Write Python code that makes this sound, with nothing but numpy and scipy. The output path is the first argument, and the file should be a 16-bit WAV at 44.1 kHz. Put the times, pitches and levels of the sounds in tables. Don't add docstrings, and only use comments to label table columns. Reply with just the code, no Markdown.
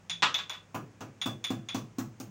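import sys
import numpy as np
from scipy import signal
from scipy.fft import rfft, irfft, next_fast_len
from scipy.io import wavfile

SR = 44100
rng = np.random.default_rng(int(sys.argv[2]) if len(sys.argv) > 2 else 0)


def store_wav(level_fs):
    pcm = np.round(np.clip(np.atleast_2d(level_fs), -1, 1) * 32767)
    wavfile.write(sys.argv[1], SR, pcm.T.astype(np.int16))


N = 101429
HIT_SAMPLES = SR * 3 // 4
T = np.arange(HIT_SAMPLES) / SR

# freq_hz, level_db
AIR_SPECTRUM = [(25, -22), (45, -6.5), (70, -6), (100, -8), (170, 4), (300, -7.5), (600, -10),
                (1200, -13.5), (2500, -17.5), (4000, -26.5), (6500, -21.5), (9000, -32), (13000, -47),
                (15500, -35)]
# freq_hz, t60_s
KITCHEN_DECAY = [(100, 0.25), (300, 0.61), (800, 0.22), (2000, .26), (3500, 0.23), (6500, 0.23),
                 (14000, 0.23)]
# delay_s, gain
WALL_ECHOES = [(.0055, .9), (.0075, .7), (.0108, .6), (.0172, .5)]

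# pitch_hz, level_db, t60_s
BUMP_MODES = [(169, 0, .55), (116, -10, .3)]
THUMP_MODES = [(208.4, -9.5, 0.4), (238, -7.5, 0.39), (261, -4, 0.2), (289, -7, 0.13), (330, -9.5, 0.37),
               (263.2, 2, 0.097)]
BOOM_MODES = [(114.4, 9, 0.6), (115, 5.5, 0.29), (143.7, -1, 0.6)]
SWELL_MODES = [(134.5, -4.5, 0.12), (194, -7, 0.078)]
MORTAR_MODES = [(856, -8, .2), (1003, -3, .2), (1025, -3, .18), (1080, 0, .16), (1118, 2, .17),
                (1213, -2, .2), (1298, -2, .2), (1436, -3, .18), (1490, -6, .22), (1671, -1, .18),
                (1910, -4, .18), (2060, -7, .2), (2519, -5, .2), (2692, -4, .22), (2920, -6, .2),
                (3335, -3, .18)]
PESTLE_MODES = [(3432, 0, .12), (3465, -8, .26), (3515, -2, .09), (3750, -13, .08), (3930, -18, .08),
                (6850, -7, .012), (9200, -11, .012), (11570, -25, .01), (14240, -19, .012)]

# freq_hz, level_db
CRACK_SPECTRUM = [(50, -65.5), (115, -16.5), (450, -20), (1100, -4), (2200, -10), (3600, -2), (4500, -12.5),
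                  (7200, -19), (9000, -37.5), (12500, -48.5), (15500, -45)]
BITE_SPECTRUM = [(1000, -38), (4500, -29.5), (5700, 3), (6800, 1.5), (7700, -20), (15000, -39.5)]
CLICK_SPECTRUM = [(30, -52.5), (150, -30), (400, -14.5), (1000, 1), (1700, -0.5), (2400, 7.5), (3000, 2.5),
                  (3600, 12.5), (4300, -4.5), (5300, -3), (6800, -2), (7700, -27.5), (10500, -34),
                  (15500, -36)]
CLACK_SPECTRUM = [(30, -38), (70, -11), (150, 4), (300, 3.5), (410, -0.5), (550, 0), (800, 4.5), (930, -5),
                  (1170, -1), (1550, -6), (1900, -14), (2600, -6), (4000, -26), (10000, -37)]
CRUNCH_SPECTRUM = [(300, -25), (1500, -23.5), (3000, -6), (5000, 1), (6500, 6), (8500, -4), (11000, -7),
                   (13200, -10), (15400, 4), (16500, 5.5)]

# start_s, level_db, tilt_db_per_octave
KNOCK_CUES = [(.2230, -30, 0), (0.2279, -25.5, -0.5), (0.384, -43, 2), (0.39, -49, 0.5), (0.535, -51, 0.5)]
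# start_s, click_db, click_tilt_db_per_octave, ring_db, middle_boost_db, top_boost_db
CLINK_CUES = [(.0970, -38.5, 1.5, -37.5, 10, -14), (0.3429, -34.5, -1, -31, -8.5, 8),
              (0.4959, -41.5, -2.5, -42.5, 8.5, 16), (1.2150, -40, -0.5, -35.5, 2.5, 2),
              (1.4412, -39.5, -0.5, -36, 9, 10), (1.687, -43, -1.5, -41, 3.5, 2)]
# start_s, boom_db, thump_db, clack_db, ring_db, crunch_db, crunch_tilt_db_per_octave
POUND_CUES = [(0.7453, -46.5, -44.5, -39.5, -41.5, -48, 0.5), (1.0075, -51, -49.5, -45.5, -52.5, -53, -7),
              (1.2589, -44, -36.5, -40, -44, -44.5, -2.5), (1.5040, -43, -33, -41.5, -49.5, -47.5, -2.5),
              (1.7460, -44, -34.5, -41, -45.5, -43.5, -6), (1.9840, -44, -33.5, -46.5, -48.5, -43, -1),
              (2.201, -51, -44, -49, -75.5, -47.5, -1)]

AIR_DB, HUM_DB, HUM_HZ = -60, -64, 100
TAIL_DB, TAIL_RISE_S = 8.5, 0.0013
BUMP_S, BUMP_DB = 0.1, -55
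RING_RISE_S = 0.0015
MORTAR_VS_CRACK_DB, BITE_VS_CLICK_DB = -3, -11.5
CUSHION_HZ = 1300
PRESSED_DECAY = 0.44
SWELL_DELAY_S, SWELL_VS_BOOM_DB = 0.077, -1
RUMBLE_CUT_HZ, BAND_LIMIT_HZ = 80, 15850


def amp(db):
    return 10 ** (np.asarray(db) / 20)


def curve_at(points, hz):
    freqs, values = np.transpose(points)
    return np.interp(np.log(hz + 1), np.log(freqs + 1), values)


def tilted(spectrum, db_per_octave):
    return [(hz, db + db_per_octave * np.log2(hz / spectrum[0][0])) for hz, db in spectrum]


def unit_hit(x):
    return x / np.sqrt(np.mean(x[:SR // 20] ** 2) + 1e-20)


def add(track, start_s, x):
    part = track[round(start_s * SR):][:len(x)]
    part += x[:len(part)]


def contact(spectrum):
    size = 4096
    gains = amp(curve_at(spectrum, np.fft.rfftfreq(size, 1 / SR)))
    cepstrum = irfft(np.log(gains))
    cepstrum[1:size // 2] *= 2
    cepstrum[size // 2 + 1:] = 0
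    return irfft(np.exp(rfft(cepstrum)))


def shower(spectrum, t60_s, spikiness):
    noise = rng.standard_normal(HIT_SAMPLES)
    envelope = np.exp(spikiness * rng.standard_normal(HIT_SAMPLES) - np.log(1000) * T / t60_s)
    return signal.fftconvolve(noise * envelope, contact(spectrum))


def ring(modes, rise_s, scatter_db):
    hz, db, t60 = np.transpose(modes)[:, :, None]
    level = amp(db + scatter_db * rng.standard_normal(db.shape))
    partials = level * np.exp(-np.log(1000) * T / t60) * np.sin(2 * np.pi * hz * T)
    return partials.sum(0) * (1 - np.exp(-T / rise_s))


def room_tone():
    colour = amp(curve_at(AIR_SPECTRUM, np.fft.rfftfreq(N, 1 / SR)))
    air = irfft(rfft(rng.standard_normal(N)) * colour, N)
    hum = np.sqrt(2) * np.sin(2 * np.pi * HUM_HZ * np.arange(N) / SR)
    return amp(AIR_DB) * air / air.std() + amp(HUM_DB) * hum


def kitchen(x, wet_db):
    hz, t, noise = signal.stft(rng.standard_normal(HIT_SAMPLES), SR, nperseg=256)
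    decay = np.exp(-np.log(1000) * t / curve_at(KITCHEN_DECAY, hz)[:, None])
    tail = signal.istft(noise * decay, SR, nperseg=256)[1][:HIT_SAMPLES]
    tail *= 1 - np.exp(-T / TAIL_RISE_S)
    response = amp(TAIL_DB) * tail / np.linalg.norm(tail)
    for delay_s, gain in WALL_ECHOES:
        delay_s *= 1 + 0.04 * rng.standard_normal()
        response[round(abs(delay_s) * SR)] += gain
    response *= amp(wet_db)
    response[0] += 1
    return unit_hit(signal.fftconvolve(x, response)[:HIT_SAMPLES])


def counter_bump():
    out = np.zeros(N)
    add(out, BUMP_S, amp(BUMP_DB) * unit_hit(ring(BUMP_MODES, rise_s=0.015, scatter_db=3.5)))
    return out


def mortar_knocks():
    out = np.zeros(N)
    for start_s, level_db, tilt in KNOCK_CUES:
        crack = kitchen(contact(tilted(CRACK_SPECTRUM, tilt)), wet_db=-1)
        body = kitchen(ring(MORTAR_MODES, RING_RISE_S, scatter_db=1), wet_db=-14)
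        add(out, start_s, amp(level_db) * (crack + amp(MORTAR_VS_CRACK_DB) * body))
    return out


def rim_clinks(middle_hz=5000, top_hz=10500):
    out = np.zeros(N)
    for start_s, click_db, tilt, ring_db, middle_db, top_db in CLINK_CUES:
        bite = shower(BITE_SPECTRUM, t60_s=0.0079, spikiness=0.16)
        add(out, start_s, amp(click_db + BITE_VS_CLICK_DB) * kitchen(bite, wet_db=-22.5))
        click = contact(tilted(CLICK_SPECTRUM, tilt))
        add(out, start_s, amp(click_db) * kitchen(click, wet_db=3.5))
        modes = [(hz, db + (top_db if hz > top_hz else middle_db if hz > middle_hz else 0), t60)
                 for hz, db, t60 in PESTLE_MODES]
        pestle = ring(modes, RING_RISE_S, scatter_db=1)
        add(out, start_s, amp(ring_db) * kitchen(pestle, wet_db=-5))
    return out


def thud(modes, rise_s):
    low_cut = signal.butter(4, RUMBLE_CUT_HZ, "highpass", fs=SR, output="sos")
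    return unit_hit(signal.sosfilt(low_cut, ring(modes, rise_s, scatter_db=1)))


def pounding():
    out = np.zeros(N)
    cushioned = [(hz, db - 10 * np.log10(1 + (hz / CUSHION_HZ) ** 6), t60 * PRESSED_DECAY)
                 for hz, db, t60 in MORTAR_MODES]
    for start_s, boom_db, thump_db, clack_db, ring_db, crunch_db, tilt in POUND_CUES:
        grains = shower(tilted(CRUNCH_SPECTRUM, tilt), t60_s=0.053, spikiness=1.34)
        add(out, start_s, amp(thump_db) * thud(THUMP_MODES, rise_s=0.0027))
        add(out, start_s, amp(boom_db) * thud(BOOM_MODES, rise_s=0.018))
        swell = thud(SWELL_MODES, rise_s=0.0044)
        add(out, start_s + SWELL_DELAY_S, amp(boom_db + SWELL_VS_BOOM_DB) * swell)
        add(out, start_s, amp(clack_db) * kitchen(contact(CLACK_SPECTRUM), wet_db=4.5))
        mortar = ring(cushioned, RING_RISE_S, scatter_db=2)
        add(out, start_s, amp(ring_db) * kitchen(mortar, wet_db=-2.5))
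        add(out, start_s, amp(crunch_db) * kitchen(grains, wet_db=-6.5))
    return out


def scene():
    return (rim_clinks() + mortar_knocks() + pounding() + counter_bump() + room_tone())[None]


def record(dry):
    size = next_fast_len(N + SR // 2)
    passband = np.fft.rfftfreq(size, 1 / SR) < BAND_LIMIT_HZ
    return irfft(rfft(dry, size) * passband, size)[:, :N]


dry = scene()
out = record(dry)
store_wav(out)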